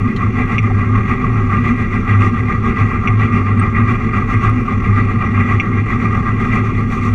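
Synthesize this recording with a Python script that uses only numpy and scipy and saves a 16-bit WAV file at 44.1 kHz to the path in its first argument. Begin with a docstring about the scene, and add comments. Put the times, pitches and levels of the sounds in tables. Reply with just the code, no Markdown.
"""The engine of a small locomotive gaining a little speed, heard inside the cab: seven to eight beats a second,
four uneven beats to a turn, each a burst of noise coloured by the resonances of cab and microphone housing.
Rolling shakes the frame into a rumble, floor and wall panels boom and hum, and a deep thrum wanders in pitch.
A wheel clacks over each rail joint as damped modes; small fittings tick as puffs of noise, and one squeak
glides upward. A faint electrical pair of tones whines throughout."""
import sys
import numpy as np
from scipy import signal
from scipy.fft import rfft, irfft, next_fast_len
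from scipy.io import wavfile
from scipy.ndimage import uniform_filter1d, minimum_filter1d

SR = 44100
rng = np.random.default_rng(int(sys.argv[2]) if len(sys.argv) > 2 else 0)


def rack_gain(trim_db):
    """Turn a fader trim in dB into the linear factor to multiply a signal by."""
    fader = np.asarray(trim_db, float)
    return 10 ** (fader / 20)


def store_wav(level_fs):
    """Save 16-bit WAV to argv[1]."""
    pcm = np.round(np.clip(np.atleast_2d(level_fs), -1, 1) * 32767)
    wavfile.write(sys.argv[1], SR, pcm.T.astype(np.int16))


N = 314874  # length of the scene [samples]


def evened(x):
    """Normalisation: scales a signal to unit rms."""
    return x / np.sqrt(np.mean(x ** 2) + 1e-20)


def add(mix, s, sound):
    """Superposition: adds a sound to the mix from time s [s]."""
    part = mix[round(s * SR):][:len(sound)]
    part += sound[:len(part)]


def sine(hz):
    """Phase is the integral of frequency: a sine of unit rms and random starting phase follows hz(t)."""
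    return np.sqrt(2) * np.sin(2 * np.pi * (np.cumsum(hz) / SR + rng.random()))


def peaks(modes, hz):
    """Modal summation: gain of steep resonances (centre [Hz], width [Hz], level [dB]) whose powers add."""
    power = 0
    for centre, width, db in modes:
        detuning = 2 * (hz - centre) / width
        power = power + (rack_gain(db) / (1 + detuning ** 2)) ** 2
    return np.sqrt(power)


def colour(x, gain_at):
    """Minimum-phase filtering: the gain gain_at(hz) fixes the phase, so ringing only follows its input."""
    size = next_fast_len(len(x) + SR)
    log_gain = np.log(gain_at(abs(np.fft.fftfreq(size, 1 / SR))) + 1e-7)
    causal = np.exp(np.conj(signal.hilbert(log_gain)))  # the Hilbert transform of log gain is the phase
    return irfft(rfft(x, size) * causal[:size // 2 + 1], size)[:len(x)]


def beat_shapes(t, beat_s):
    """Pulsed excitation: power envelope of each beat, one row each, a quick swell and a slower fade."""
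    rise_s, fall_s = .02, .03
    u = t - beat_s[:, None]
    return np.exp(-.5 * (u / np.where(u < 0, rise_s, fall_s)) ** 2)


def shaken(modes, db, lag_s, follow, beat_s, beat_db):
    """Forced vibration: rolling noise, swelling lag_s after each beat, drives resonances to an rms level db."""
    t = np.arange(0, N / SR + .01, .005)
    push = rack_gain(beat_db[:, 0]) @ beat_shapes(t - lag_s, beat_s)
    push = np.interp(np.arange(N) / SR, t, push)
    shake = rng.standard_normal(N) * (1 + follow * push)
    return rack_gain(db) * evened(colour(shake, lambda hz: peaks(modes, hz)))


def wander():
    """Low-pass filtered noise: a slow random drift of unit rms."""
    span = round(.06 * SR)  # pace of the drift
    drift = uniform_filter1d(rng.standard_normal(N), span, mode="wrap")
    return evened(uniform_filter1d(drift, span, mode="wrap"))


def booming(swells, rest_hz, rest_db, wander_hz, wander_db):
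    """Power-weighted frequency: a wandering panel tone takes on level and pitch of each swell (rise, hold, fade)."""
    rise_s, fall_s = .014, .0257
    t = np.arange(N) / SR
    power = rack_gain(rest_db + wander_db * wander()) ** 2
    pull = power * (rest_hz + wander_hz * wander())
    for start, db, hz, length in swells:
        early = np.minimum(t - start - rise_s, 0) / rise_s
        late = np.maximum(t - start - length + fall_s, 0) / fall_s
        swell = rack_gain(db) ** 2 * np.exp(-early ** 2 - late ** 2)
        power = power + swell
        pull = pull + swell * hz
    return np.sqrt(power) * sine(pull / power)


def tick(db, hz, width, length):
    """Impulsive noise: a fading puff rings one broad resonance, its peak at level db."""
    t = np.arange(SR // 10) / SR
    puff = rng.standard_normal(len(t)) * np.sqrt(t / length) * np.exp(-t / length)
    puff = colour(puff, lambda f: peaks([(hz, width, 0)], f))
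    return rack_gain(db) * puff / abs(puff).max()


def electrical_whine():
    """Steady pure tones: a close pair of sines beats at the difference of its frequencies."""
    # faint electrical pair: (frequency [Hz], rms level [dB])
    whine_tones = [(11687, -89), (11719, -87)]
    t = np.arange(N) / SR
    return sum(np.sqrt(2) * rack_gain(db) * np.sin(2 * np.pi * hz * t) for hz, db in whine_tones)


def deep_thrum():
    """Frequency and amplitude modulation: one low panel mode wanders in pitch, swelling and sagging."""
    # path of the thrum: (time [s], frequency [Hz], rms level [dB])
    thrum_path = [(.1, 31.5, -28), (.3, 33, -31), (.45, 33, -24), (.6, 34, -34), (1.2, 31.5, -26),
                  (1.4, 31.8, -29), (2.05, 31.7, -26), (2.5, 35, -34), (2.9, 31.8, -26), (3.4, 30.4, -35),
                  (3.85, 31.7, -27), (4.5, 31, -25), (5.07, 31.5, -27), (5.25, 34.5, -33), (5.75, 33, -34),
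                  (6.2, 33.5, -28), (7, 32.5, -26)]
    s, hz, db = np.transpose(thrum_path)
    t = np.arange(N) / SR
    return rack_gain(np.interp(t, s, db)) * sine(np.interp(t, s, hz))


def frame_rumble(beat_s, beat_db):
    """Forced vibration of many modes: the rolling wheels shake the frame, a little more after each beat."""
    # resonances of the frame: (centre [Hz], width [Hz], relative level [dB])
    frame_modes = [(29.5, 1.3, -2), (80.5, 105, -4), (134, 150, -6), (199.9, 27.8, -1.5), (229.2, 34, -1),
                   (253, 10, -5), (321.8, 65, -14), (381.8, 48, -10), (438.3, 56, -16), (549.6, 41, -25.5)]
    return shaken(frame_modes, -18, .015, .79, beat_s, beat_db)


def ringing_panels(beat_s, beat_db):
    """Narrow-band resonance: panels ring from the shaking between and under the booms and hums."""
    # panel modes: (centre [Hz], width [Hz], rms level [dB], lag after a beat [s], swell with a beat [factor])
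    panel_modes = [(104, 12, -27, .04, 1.2), (249, 9, -30, .025, 1.1)]
    ringing = 0
    for hz, width, db, lag_s, follow in panel_modes:
        ringing = ringing + shaken([(hz, width, 0)], db, lag_s, follow, beat_s, beat_db)
    return ringing


def wall_hum():
    """Modulated panel mode: the wall panel hums at a wandering pitch, with louder swells."""
    # loudest swells of the wall panel: (start [s], rms level [dB], frequency [Hz], length [s])
    hum_swells = [(.04, -19, 246.6, 0.052), (0.393, -19, 249.3, .08), (0.914, -20.5, 248.2, 0.067),
                  (1.109, -20, 240, 0.034), (1.181, -21.5, 250.2, 0.088), (1.57, -22.5, 237, 0.064),
                  (1.685, -16, 236.2, .055), (2.405, -20, 245.8, 0.078), (2.64, -20, 232.3, 0.084),
                  (3.329, -15.5, 237.8, 0.075), (3.572, -18, 236.7, 0.051), (3.8, -15, 242.1, 0.043),
                  (3.902, -17, 239, 0.057), (4.201, -20, 242.4, 0.049), (5.389, -18, 235.6, 0.071),
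                  (5.939, -21, 244.6, 0.05)]
    return booming(hum_swells, rest_hz=250.5, rest_db=-31, wander_hz=2, wander_db=3)


def floor_boom():
    """Modulated panel mode: the floor sounds a low wandering tone that swells into booms."""
    # loudest booms of the floor panel: (start [s], rms level [dB], frequency [Hz], length [s])
    boom_swells = [(0.244, -14.5, 103.7, 0.044), (0.536, -21.5, 112, 0.092), (0.707, -16.5, 100.8, 0.19),
                   (0.903, -13.5, 104.6, 0.107), (1.099, -16, 101.8, 0.069), (1.284, -17, 115.3, 0.099),
                   (1.949, -15.5, 103.6, 0.052), (2.101, -9.5, 102, 0.15), (2.534, -16.5, 104.9, 0.078),
                   (2.809, -11.5, 104.5, 0.055), (2.968, -16, 101.8, 0.06), (3.099, -14.5, 106.3, 0.17),
                   (3.402, -15.5, 98.7, 0.08), (3.499, -13.0, 102.6, 0.15), (3.783, -13, 108.4, 0.069),
                   (3.874, -13.7, 108.2, 0.085), (4.345, -8, 105, 0.033), (4.467, -11, 106.7, 0.055),
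                   (4.883, -11.5, 104.4, 0.062), (5.004, -17.5, 107.4, 0.04), (5.353, -11.5, 99, 0.08),
                   (5.53, -13.5, 105.9, 0.045), (5.732, -15.5, 100.1, 0.098), (6.054, -18, 103.7, 0.12),
                   (6.496, -15, 111, 0.054), (6.569, -16, 103.2, 0.083), (7.068, -14, 103.6, 0.1)]
    return booming(boom_swells, rest_hz=104, rest_db=-23, wander_hz=3.5, wander_db=3.5)


def add_fittings(mix):
    """Impulsive excitation: loose fittings give short ticks of noise."""
    # ticks: (time [s], peak level [dB], centre [Hz], width [Hz], length [s])
    fitting_ticks = [(.161, -28, 3100, 500, .004), (.161, -32, 4000, 700, .006),
                     (.161, -39, 6000, 3000, .007), (.161, -55, 10000, 5000, .005),
                     (.695, -23, 760, 120, .01), (4.4972, -35, 10000, 9000, .0005)]
    for s, *row in fitting_ticks:
        add(mix, s, tick(*row))


def add_squeak(mix):
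    """Exponential frequency glide: a short rising tone leaves a faint tail of narrow-band noise."""
    # the squeak: (time [s], peak level [dB], from [Hz], to [Hz], rise [s], tail re tone [dB], tail t60 [s])
    squeak_row = (3.5935, -32, 8200, 8550, .0035, -23, .17)
    s, db, from_hz, to_hz, rise_s, tail_db, t60 = squeak_row
    t = np.arange(SR // 5) / SR
    hz = to_hz + (from_hz - to_hz) * np.exp(-t / rise_s)
    envelope = (t / rise_s) ** 2 * np.exp(2 - 2 * t / rise_s)  # peaks at 1 after rise_s
    tone = envelope * np.sin(2 * np.pi * np.cumsum(hz) / SR)
    tail = evened(colour(rng.standard_normal(len(t)), lambda f: peaks([(to_hz, 300, 0)], f)))
    add(mix, s, rack_gain(db) * (tone + tail * rack_gain(tail_db - 60 * t / t60)))


def clack():
    """Modal impact: one blow rings the wheel, its modes in step at the peak and beating afterwards."""
    # modes of the wheel: (frequency [Hz], relative level [dB], undamped t60 [s])
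    wheel_modes = [(1950, -12, .06), (2155, 0, .2), (2358, -2, .16), (2505, -7, .08), (2620, -10, .06),
                   (2740, -8, .08), (2900, -14, .04), (3400, -21, .15), (5800, -26, .25)]
    peak_s = .0017
    t = np.arange(SR // 10) / SR
    ring = 0
    for hz, db, t60 in wheel_modes:
        ring = ring + rack_gain(db - 60 * t / t60) * np.cos(2 * np.pi * hz * (t - peak_s))
    ring *= np.sin(np.pi / 2 * np.minimum(t / peak_s, 1)) ** 2
    ring *= rack_gain(-1800 * np.maximum(t - .0115, 0))  # damped [dB/s] once the wheel sits on the next rail
    return ring / abs(ring).max()


def add_rail_joints(mix):
    """Impact and friction: at each rail joint the ringing blow comes with scraped noise."""
    # blows: (time [s], peak level of the ring [dB])
    joint_blows = [(.5812, -3.5), (3.0735, -4.5), (5.5983, -3)]
    # scrape in each blow: (peak level re ring [dB], centre [Hz], width [Hz], length [s])
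    scrape_bands = [(-17, 2400, 450, .006), (-39, 6000, 2000, .004)]
    for s, db in joint_blows:
        scrape = sum(tick(*row) for row in scrape_bands)
        add(mix, s, rack_gain(db) * (clack() + scrape))


def beats():
    """Phase integration: speed sets the time of every beat; stroke, effort and chance set its strength."""
    # engine speed, rising gently: (time [s], speed [turns/s])
    speed_curve = [(0, 1.7128), (1.8, 1.7588), (3.6, 1.8204), (5.4, 1.8975), (7.2, 1.9902)]
    # four beats of a turn, weak to strong: (place in the turn [0-1], roar [dB], ring [dB], hiss [dB])
    turn_strokes = [(.135, -3.5, -4, -4), (.380, -1.5, -1.5, -3.5), (.669, 0, 1.5, -0.5), (.898, 1.5, 2, 2)]
    # engine effort and the extra level of the hiss: (time [s], effort [dB], hiss [dB])
    effort_curve = [(.15, -3, 0.5), (.5, -1.5, 2.5), (.85, -4.5, -2.5), (1.45, -1.5, 1), (2, 0, 4),
                    (2.6, -1, 0.5), (3.15, 0, 0), (3.7, -1, -2), (4.25, 0.5, 3), (4.75, -3, 3),
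                    (5.3, .5, 0.5), (5.8, -2.5, 0), (6.35, 1, 2), (6.85, -5, 8)]
    t = np.arange(-1, N / SR + 1, .001)
    turns = np.cumsum(np.interp(t, *np.transpose(speed_curve))) / 1000
    turns -= np.interp(0, t, turns)
    rows = np.tile(turn_strokes, (15, 1))
    turn_number = np.arange(len(rows)) // 4 - 1
    s = np.interp(rows[:, 0] + turn_number, turns, t)
    when, effort_db, hiss_db = np.transpose(effort_curve)
    db = rows[:, 1:] + np.interp(s, when, effort_db)[:, None]
    db[:, -1] += np.interp(s, when, hiss_db)
    chance = rng.standard_normal((len(s), 4))
    # chance spread [dB]: of a whole beat, and of each pitch in it
    return s, db + .5 * chance[:, :1] + .9 * chance[:, 1:]


def engine(beat_s, beat_db):
    """Source and filter: flickering noise swells with each beat and rings the cab and microphone housing."""
    # pitches of roar, ring and hiss: (frequency [Hz])
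    beat_pitches = [1200, 2300, 6000]
    # noise left between beats at these pitches, so the hiss never dies far: (relative level [dB])
    between_beats = [-9, -9, -4]
    # resonances of cab and housing: (centre [Hz], width [Hz], relative level [dB])
    housing_modes = [(606, 250, -23), (741, 58, -13), (794, 59, -14), (850, 110, -18), (1089, 56, -6),
                     (1115.5, 65, -3.5), (1199, 84.4, 2.5), (1319, 116, -8.5), (1342, 73, -8.5),
                     (1460, 68, -18), (1580, 100, -18.5), (1615.4, 56, -10), (1961.4, 152, -4),
                     (2108, 80, -9), (2134, 73, -9.5), (2369, 198, -11), (2505, 614, -23.5),
                     (2736, 129, -21), (3390, 245, -30.5), (3674, 310, -38.5), (4330, 1239, -43),
                     (5750, 490, -42), (6330, 874, -45.5), (7320, 2050, -51.5), (9340, 695, -58),
                     (10670, 3000, -59), (13843, 3900, -69)]
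    # two paths cancel: (centre [Hz], width [Hz], depth [0-1])
    path_notch = (2232, 40, .93)
    roar_db, patchy_db, flicker_db = -22.5, 1.5, 1.0  # rms level of the engine; spreads of its noise
    hop, block = 64, 256  # short-time spectra [samples]
    count = N // hop + 5
    log_hz = np.log(np.fft.rfftfreq(block, 1 / SR) + 1)
    log_pitches = np.log(beat_pitches)

    real, imaginary, patches = rng.standard_normal((count, block // 2 + 1, 3)).T
    patches = uniform_filter1d(patches, size=4, axis=0)  # smooth over pitch
    patches = evened(uniform_filter1d(patches, size=30, axis=1))  # smooth over time
    flicker = evened(uniform_filter1d(rng.standard_normal(count), size=6))  # shared by all pitches

    strength_db = [np.interp(log_hz, log_pitches, row) for row in beat_db]
    power = rack_gain(strength_db).T ** 2 @ beat_shapes(np.arange(count) * hop / SR, beat_s)
    power += rack_gain(np.interp(log_hz, log_pitches, between_beats))[:, None] ** 2
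    spectra = (real + 1j * imaginary) * np.sqrt(power)
    spectra *= rack_gain(patchy_db * patches + flicker_db * flicker)
    roar = signal.istft(spectra, nperseg=block, noverlap=block - hop)[1][:N]

    def housing_gain(hz):
        """Resonance and interference: modes of the housing with one notch."""
        centre, width, depth = path_notch
        return peaks(housing_modes, hz) * (1 - depth / (1 + (2 * (hz - centre) / width) ** 2))

    return rack_gain(roar_db) * evened(colour(roar, housing_gain))


def scene():
    """Superposition: the pressures of all sources add at one microphone."""
    beat_s, beat_db = beats()
    mix = electrical_whine() + deep_thrum()
    mix += frame_rumble(beat_s, beat_db) + ringing_panels(beat_s, beat_db)
    mix += wall_hum() + floor_boom()
    add_fittings(mix)
    add_squeak(mix)
    add_rail_joints(mix)
    mix += engine(beat_s, beat_db)
    return mix[None]


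def band_limit(x):
    """A steep low-pass at the top of the band."""
    return signal.sosfilt(signal.butter(12, 14400, fs=SR, output="sos"), x)


def record(dry):
    """Look-ahead limiting: a smooth gain holds the peaks under a ceiling."""
    ceiling_db, span = -1.7, 801  # level re full scale; window [samples]
    room = np.minimum(rack_gain(ceiling_db) / (abs(dry[0]) + 1e-9), 1)
    gain = uniform_filter1d(minimum_filter1d(room, size=span), size=span)  # eases down before a peak, up after
    return band_limit(dry * gain)


dry = scene()
out = record(dry)
store_wav(out)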